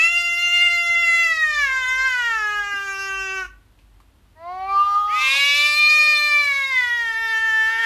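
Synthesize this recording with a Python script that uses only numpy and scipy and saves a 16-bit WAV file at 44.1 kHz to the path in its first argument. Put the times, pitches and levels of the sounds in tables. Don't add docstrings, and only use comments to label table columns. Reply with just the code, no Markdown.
import sys
import numpy as np
from scipy import signal
from scipy.fft import rfft, irfft, next_fast_len
from scipy.io import wavfile
from scipy.ndimage import uniform_filter1d, minimum_filter1d, map_coordinates

SR = 44100
rng = np.random.default_rng(int(sys.argv[2]) if len(sys.argv) > 2 else 0)


def waveform_to_disk(signal):
    frames = np.transpose(np.atleast_2d(signal))
    scaled = np.clip(frames, -1, 1) * 32767
    samples = np.round(scaled).astype(np.int16)
    wavfile.write(sys.argv[1], SR, samples)


N = 346185
MID_PITCH_HZ = 500


def amp(db):
    return 10 ** (np.asarray(db) / 20)


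def unit(x):
    return x / np.sqrt(np.mean(x ** 2) + 1e-20)


def along(points, hz):
    f, v = np.transpose(points)
    return np.interp(np.log(hz + 1), np.log(f + 1), v)


def curves(rows, t):
    times, *columns = np.transpose(rows)
    return [np.interp(t, times, column) for column in columns]


def swells(rows, t):
    return sum(height * np.exp(-((t - s) / half_s) ** 2) for s, half_s, height in rows)


def wobble(rate, t):
    return map_coordinates(rng.standard_normal(int(N * rate / SR) + 4), [t * rate], mode="nearest")


def filtered(x, response):
    size = next_fast_len(len(x) + SR // 2)
    return irfft(rfft(x, size) * response(np.fft.rfftfreq(size, 1 / SR)), size)[:len(x)]


def band(hz, centre_hz, width_hz):
    return 1j * hz * width_hz / (centre_hz ** 2 - hz ** 2 + 1j * hz * width_hz)


# (centre [Hz], half width [ratio], share of swell [ratio])
NOSE = [(1480, .13, -.3), (2780, .07, 1), (4400, .06, -.5), (5600, .16, .8)]


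def vocal_tract(hz, mouth, throat, formants, lower_ratio, hinge_hz=1500):
    mouth_hz, upper_hz, top_hz, bright_db, nasal_db = mouth
    centres = [lower_ratio * mouth_hz, mouth_hz, upper_hz, top_hz]
    moving = [(centre, *shape) for centre, shape in zip(centres, formants)]
    nasal = [(centre, width, share * nasal_db) for centre, width, share in NOSE]
    peaks_db = sum(db / (1 + (np.log(hz / centre) / width) ** 2) for centre, width, db in moving + nasal)
    shelf_db = bright_db * np.clip(np.log2(hz / hinge_hz) / 2, 0, 1)
    return amp(along(throat, hz) + shelf_db + peaks_db)


def hoarseness(spells, t, clear_db=(-52, -47)):
    return amp(clear_db)[:, None] + swells([(s, half_s, amp(db)[:, None]) for s, half_s, *db in spells], t)


def cry(course, mouth, spells, throat, formants, lower_ratio, flutter_db, rasp_tilt_db, trim_db, release_s):
    start = max(int(course[0][0] * SR), 0)
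    end = min(int(course[-1][0] * SR) + SR // 100, N)
    t = np.arange(start, end) / SR
    slow = t[::SR // 200]
    pitch, effort_db = curves(course, t)
    jitter = .002 * wobble(11, t) + .0026 * wobble(26, t) + .0014 * wobble(80, t)
    phase = 2 * np.pi * np.cumsum(pitch * (1 + jitter)) / SR
    multiples = np.arange(2, 80) / 2
    hz = multiples[:, None] * curves(course, slow)[0]
    gains = vocal_tract(hz, mouth(slow), throat, formants, lower_ratio) * (hz < SR / 2)
    gains /= np.linalg.norm(gains[::2], axis=0)
    doubling = hoarseness(spells, slow)[0] * amp(7.6 * np.log2(hz[1::2] / 2500))
    gains[1::2] *= np.minimum(doubling, amp(-4.5))
    tone = np.zeros(len(t))
    for k, gain in zip(multiples, gains):
        flutter = amp(flutter_db * min(k / 6, 1) * (wobble(16, slow) + .55 * wobble(55, slow)))
        tone += np.sqrt(2) * np.interp(t, slow, gain * flutter) * np.sin(k * phase - k * k / 5)
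    puffs = rng.standard_normal(len(t)) * (1 + .84 * np.cos(phase))
    bins, frames, spectra = signal.stft(puffs, SR, nperseg=512)
    bins = bins[:, None] + 1
    colour = np.sqrt(vocal_tract(bins, mouth(frames + t[0]), throat, formants, lower_ratio))
    colour *= amp(rasp_tilt_db * np.log2(bins / 2000)) / (1 + (900 / bins) ** 4)
    colour /= np.linalg.norm(colour, axis=0)
    rasp = unit(signal.istft(spectra * colour, SR)[1][:len(t)])
    voice = amp(effort_db + trim_db) * (tone + hoarseness(spells, t)[1] * rasp)
    attack = 1 - (start > 0) * np.exp(-(t - t[0]) / .025)
    release = 1 - np.exp((t - t[-1]) / release_s)
    return np.pad(voice * attack * release, (start, N - end))


# (time [s], half length [s], treble lift [dB])
PRESSES = [(.15, .5, 7.5), (1.2, .1, 7.5), (2.95, .2, 5), (5.2, 0.23, 9), (5.85, 0.35, 9), (7.2, .28, 3)]
# (time [s], half length [s], lift [dB])
NASAL_SWELLS = [(.2, 0.98, 2), (3.148, 0.33, 6.5), (5.42, .22, 1.5)]


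def yowl_mouth(course, centres_hz, follows, gape, gape_s, held_drop, held_s, bright_db, let_go_s=.071):
    def mouth(t):
        height = curves(course, t)[0] / MID_PITCH_HZ
        mouth_hz, upper_hz, top_hz = [hz * height ** follow for hz, follow in zip(centres_hz, follows)]
        age = t - course[0][0]
        mouth_hz *= 1 + gape * np.exp(-(age / gape_s) ** 4)
        held = (1 - np.tanh((age - held_s) / let_go_s)) / 2
        upper_hz *= 1 - held_drop * held
        return mouth_hz, upper_hz, top_hz, bright_db + swells(PRESSES, t), swells(NASAL_SWELLS, t)
    return mouth


def scooped(course, start_s, start_hz, start_db, glide_s):
    join_s, join_hz, join_db = course[0]
    t = np.arange(start_s, join_s - .01, .01)
    pitch = join_hz + (start_hz - join_hz) * np.exp(-(t - start_s) / glide_s)
    level_db = np.interp(t, [start_s, join_s], [start_db, join_db])
    return np.vstack([np.column_stack([t, pitch, level_db]), course])


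# (time [s], pitch [Hz], relative level [dB])
FIRST_YOWL = [(0.0, 643, -16), (0.05, 672, -14), (0.11, 691, -20.5), (0.13, 690.8, -15.5),
              (0.37, 694.9, -18.5), (0.64, 699.4, -16), (1.24, 676.5, -17), (1.31, 656.4, -16.5),
              (1.36, 644, -20.5), (1.52, 606, -20), (1.61, 579.5, -17), (1.69, 528, -22.5),
              (1.88, 509.6, -20), (2.05, 527.4, -19.5), (2.43, 424.3, -22.5), (2.88, 392.6, -26.5),
              (3.4, 381.2, -23), (3.46, 358.4, -35)]
SECOND_YOWL = [(5.28, 535.4, -17.5), (5.35, 553.8, -17.5), (5.69, 594.8, -15.5), (6.01, 611.3, -16),
               (6.4, 585.8, -17), (6.53, 557.4, -19.5), (6.7, 536.5, -21.5), (6.81, 493.3, -18),
               (6.98, 473, -21.5), (7.13, 451.2, -23), (7.23, 452.5, -20), (7.37, 443.3, -17.5),
               (7.41, 447, -20), (7.61, 441.1, -18.5), (7.81, 457.7, -20), (7.85, 451.4, -15.5)]
# (half width [ratio], lift [dB])
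FIRST_FORMANTS = [(0.18, 7.5), (0.2, 24), (0.18, 15), (0.14, 9)]
SECOND_FORMANTS = [(0.045, 8.9), (0.16, 23.6), (0.12, 19.5), (0.18, 3.5)]
# (frequency [Hz], gain [dB])
YOWL_THROAT = [(385, 4), (440, -8), (490, -14), (700, -6), (1200, 0), (2000, 0), (2700, -4), (3300, -13),
               (4200, -9), (5200, -5), (7000, -12), (9000, -21), (11000, -16), (14000, -23)]
# (time [s], half length [s], period doubling [dB], rasp [dB])
YOWL_GRIT = [(0, .08, -30, -30), (1.7, .4, -50, -37), (3.15, .45, -48, -34), (3.46, .025, -15, -12),
             (5.25, .1, -7, -32), (5.48, .28, -13, -36), (6.62, .11, -23, -34), (7.86, .18, -6, -30)]


def yowls():
    later = scooped(SECOND_YOWL, start_s=5.07, start_hz=350, start_db=-36, glide_s=.05)
    nasal = yowl_mouth(FIRST_YOWL, centres_hz=(1740, 3230, 6800), follows=(.82, .62, .15),
                       gape=.077, gape_s=.78, held_drop=.19, held_s=1.293, bright_db=-9.5)
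    gaping = yowl_mouth(later, centres_hz=(1920, 3480, 7700), follows=(.85, .72, .7),
                        gape=.19, gape_s=.8, held_drop=.032, held_s=.67, bright_db=-9)
    first = cry(FIRST_YOWL, nasal, YOWL_GRIT, YOWL_THROAT, FIRST_FORMANTS, lower_ratio=.51,
                flutter_db=2.5, rasp_tilt_db=-3, trim_db=-.82, release_s=.00487)
    second = cry(later, gaping, YOWL_GRIT, YOWL_THROAT, SECOND_FORMANTS, lower_ratio=.503,
                 flutter_db=1.82, rasp_tilt_db=-2, trim_db=-.23, release_s=.00081)
    return first + second


def moan_mouth(course, centres_hz, follow, bright_db, opens_at_s=4.76, ease_s=.049):
    def mouth(t, rise_octaves=.5, rise_db=17.5):
        opened = (1 + np.tanh((t - opens_at_s) / ease_s / 2)) / 2
        lift = (curves(course, t)[0] / MID_PITCH_HZ) ** follow * 2 ** (rise_octaves * opened)
        return *[hz * lift for hz in centres_hz], bright_db + rise_db * opened, 0
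    return mouth


# (time [s], pitch [Hz], relative level [dB])
FAINT_MOAN = [(0, 354, -58.5), (.4, 371, -58.5), (.7, 315, -55)]
ANSWERING_MOAN = [(4.35, 310.1, -52.5), (4.502, 360.7, -31.5), (4.688, 391.3, -27.5), (4.8, 398.2, -16),
                  (5.166, 416, -23.5), (5.236, 402, -29), (5.338, 364.6, -38), (5.362, 274, -38),
                  (5.38, 279, -30)]
# (half width [ratio], lift [dB])
MOAN_FORMANTS = [(0.17, 20), (.18, 31.2), (0.078, 18), (0.04, 2)]
# (frequency [Hz], gain [dB])
MOAN_THROAT = [(330, 6.5), (750, 12.5), (1200, 19.5), (1600, 6), (2500, 1), (3700, -0.5), (4400, 4),
               (5300, -7.5), (8000, -21), (12000, -21.5)]
# (time [s], half length [s], period doubling [dB], rasp [dB])
MOAN_GRIT = [(4.35, .1, -30, -28), (4.88, .26, -36, -30)]


def moans():
    shut = moan_mouth(FAINT_MOAN, centres_hz=(640, 2600, 5600), follow=.68, bright_db=-12.5)
    opening = moan_mouth(ANSWERING_MOAN, centres_hz=(1020, 2520, 4700), follow=.65, bright_db=-4)
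    return sum(cry(course, mouth, MOAN_GRIT, MOAN_THROAT, MOAN_FORMANTS, lower_ratio=.57,
                   flutter_db=3, rasp_tilt_db=-1.5, trim_db=.8, release_s=.025)
               for course, mouth in [(FAINT_MOAN, shut), (ANSWERING_MOAN, opening)])


# (frequency [Hz], relative level [dB])
AIR_COLOUR = [(25, 0), (50, -5.5), (91, -4), (129, -18), (293, -18), (436, -27), (964, -26.5),
              (2250, -32.5), (2800, -31.5), (4130, -35.5), (5830, -41.5), (14000, -42)]
# (time [s], level [dB])
HUM_RIDE = [(0, -55), (1.9, -50), (3.6, -54), (6, -61), (7.85, -62)]


def room_tone(air_db=-53):
    air = unit(filtered(rng.standard_normal(N), lambda hz: amp(along(AIR_COLOUR, hz))))
    hum = unit(filtered(rng.standard_normal(N), lambda hz: band(hz, centre_hz=49, width_hz=5) ** 2))
    return amp(air_db) * air + amp(curves(HUM_RIDE, np.arange(N) / SR)[0]) * hum


def whine(start_s=2.5, length_s=.33, pitch_hz=2837, peak_db=-60):
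    t = np.arange(N) / SR
    swell = np.sin(np.pi * np.clip((t - start_s) / length_s, 0, 1))
    pitch = pitch_hz * (1 + .006 * wobble(40, t))
    return amp(peak_db) * swell * np.sin(2 * np.pi * np.cumsum(pitch) / SR)


# (time [s], level [dB], ring [Hz], 60 dB decay [s])
KNOCKS = [(2.715, -45.5, 918, 0.066), (2.735, -48, 262.4, 0.17), (3.788, -59, 2500, 0.15),
          (4.002, -47, 1160, 0.037)]


def knocks():
    out = np.zeros(N + SR)
    t = np.arange(SR // 2) / SR
    for start_s, db, ring_hz, t60 in KNOCKS:
        ring = unit(filtered(rng.standard_normal(len(t)), lambda hz: band(hz, ring_hz, .25 * ring_hz)))
        out[round(start_s * SR):][:len(t)] += amp(db - 60 * t / t60) * ring
    return out[:N]


# (frequency [Hz], 60 dB decay [s])
ROOM_DECAY = [(200, 0.38), (2000, 0.42), (6000, 0.089), (13000, 0.024)]


def room(x, tail_db=-21, early_db=-14, early_t60=.2, beam_hz=4200):
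    hz, t, spectra = signal.stft(rng.standard_normal(SR // 2), SR, nperseg=256)
    tail = signal.istft(spectra * amp(-60 * t / along(ROOM_DECAY, hz)[:, None]), SR)[1]
    lag = np.arange(len(tail)) / SR
    early = rng.standard_normal(len(tail)) * amp(-60 * lag / early_t60)
    answer = amp(tail_db) * tail / np.linalg.norm(tail) + amp(early_db) * early / np.linalg.norm(early)
    answer = np.pad(answer, (SR // 300, 0))
    answer = filtered(answer, lambda f: 1 + 3 * f ** 4 / (f ** 4 + beam_hz ** 4))
    return x + signal.fftconvolve(x, answer)[:N]


def scene():
    return (room(yowls() + moans() + knocks() + whine()) + room_tone())[None]


def record(dry, ceiling=.5, low_cut_hz=32., top_hz=14050):
    needed = ceiling / np.maximum(np.abs(dry[0]), ceiling)
    gain = uniform_filter1d(minimum_filter1d(needed, size=1200), size=600)
    return filtered(dry[0] * gain, lambda hz: (hz < top_hz) * hz ** 8 / (hz ** 8 + low_cut_hz ** 8))[None]


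dry = scene()
out = record(dry)
waveform_to_disk(out)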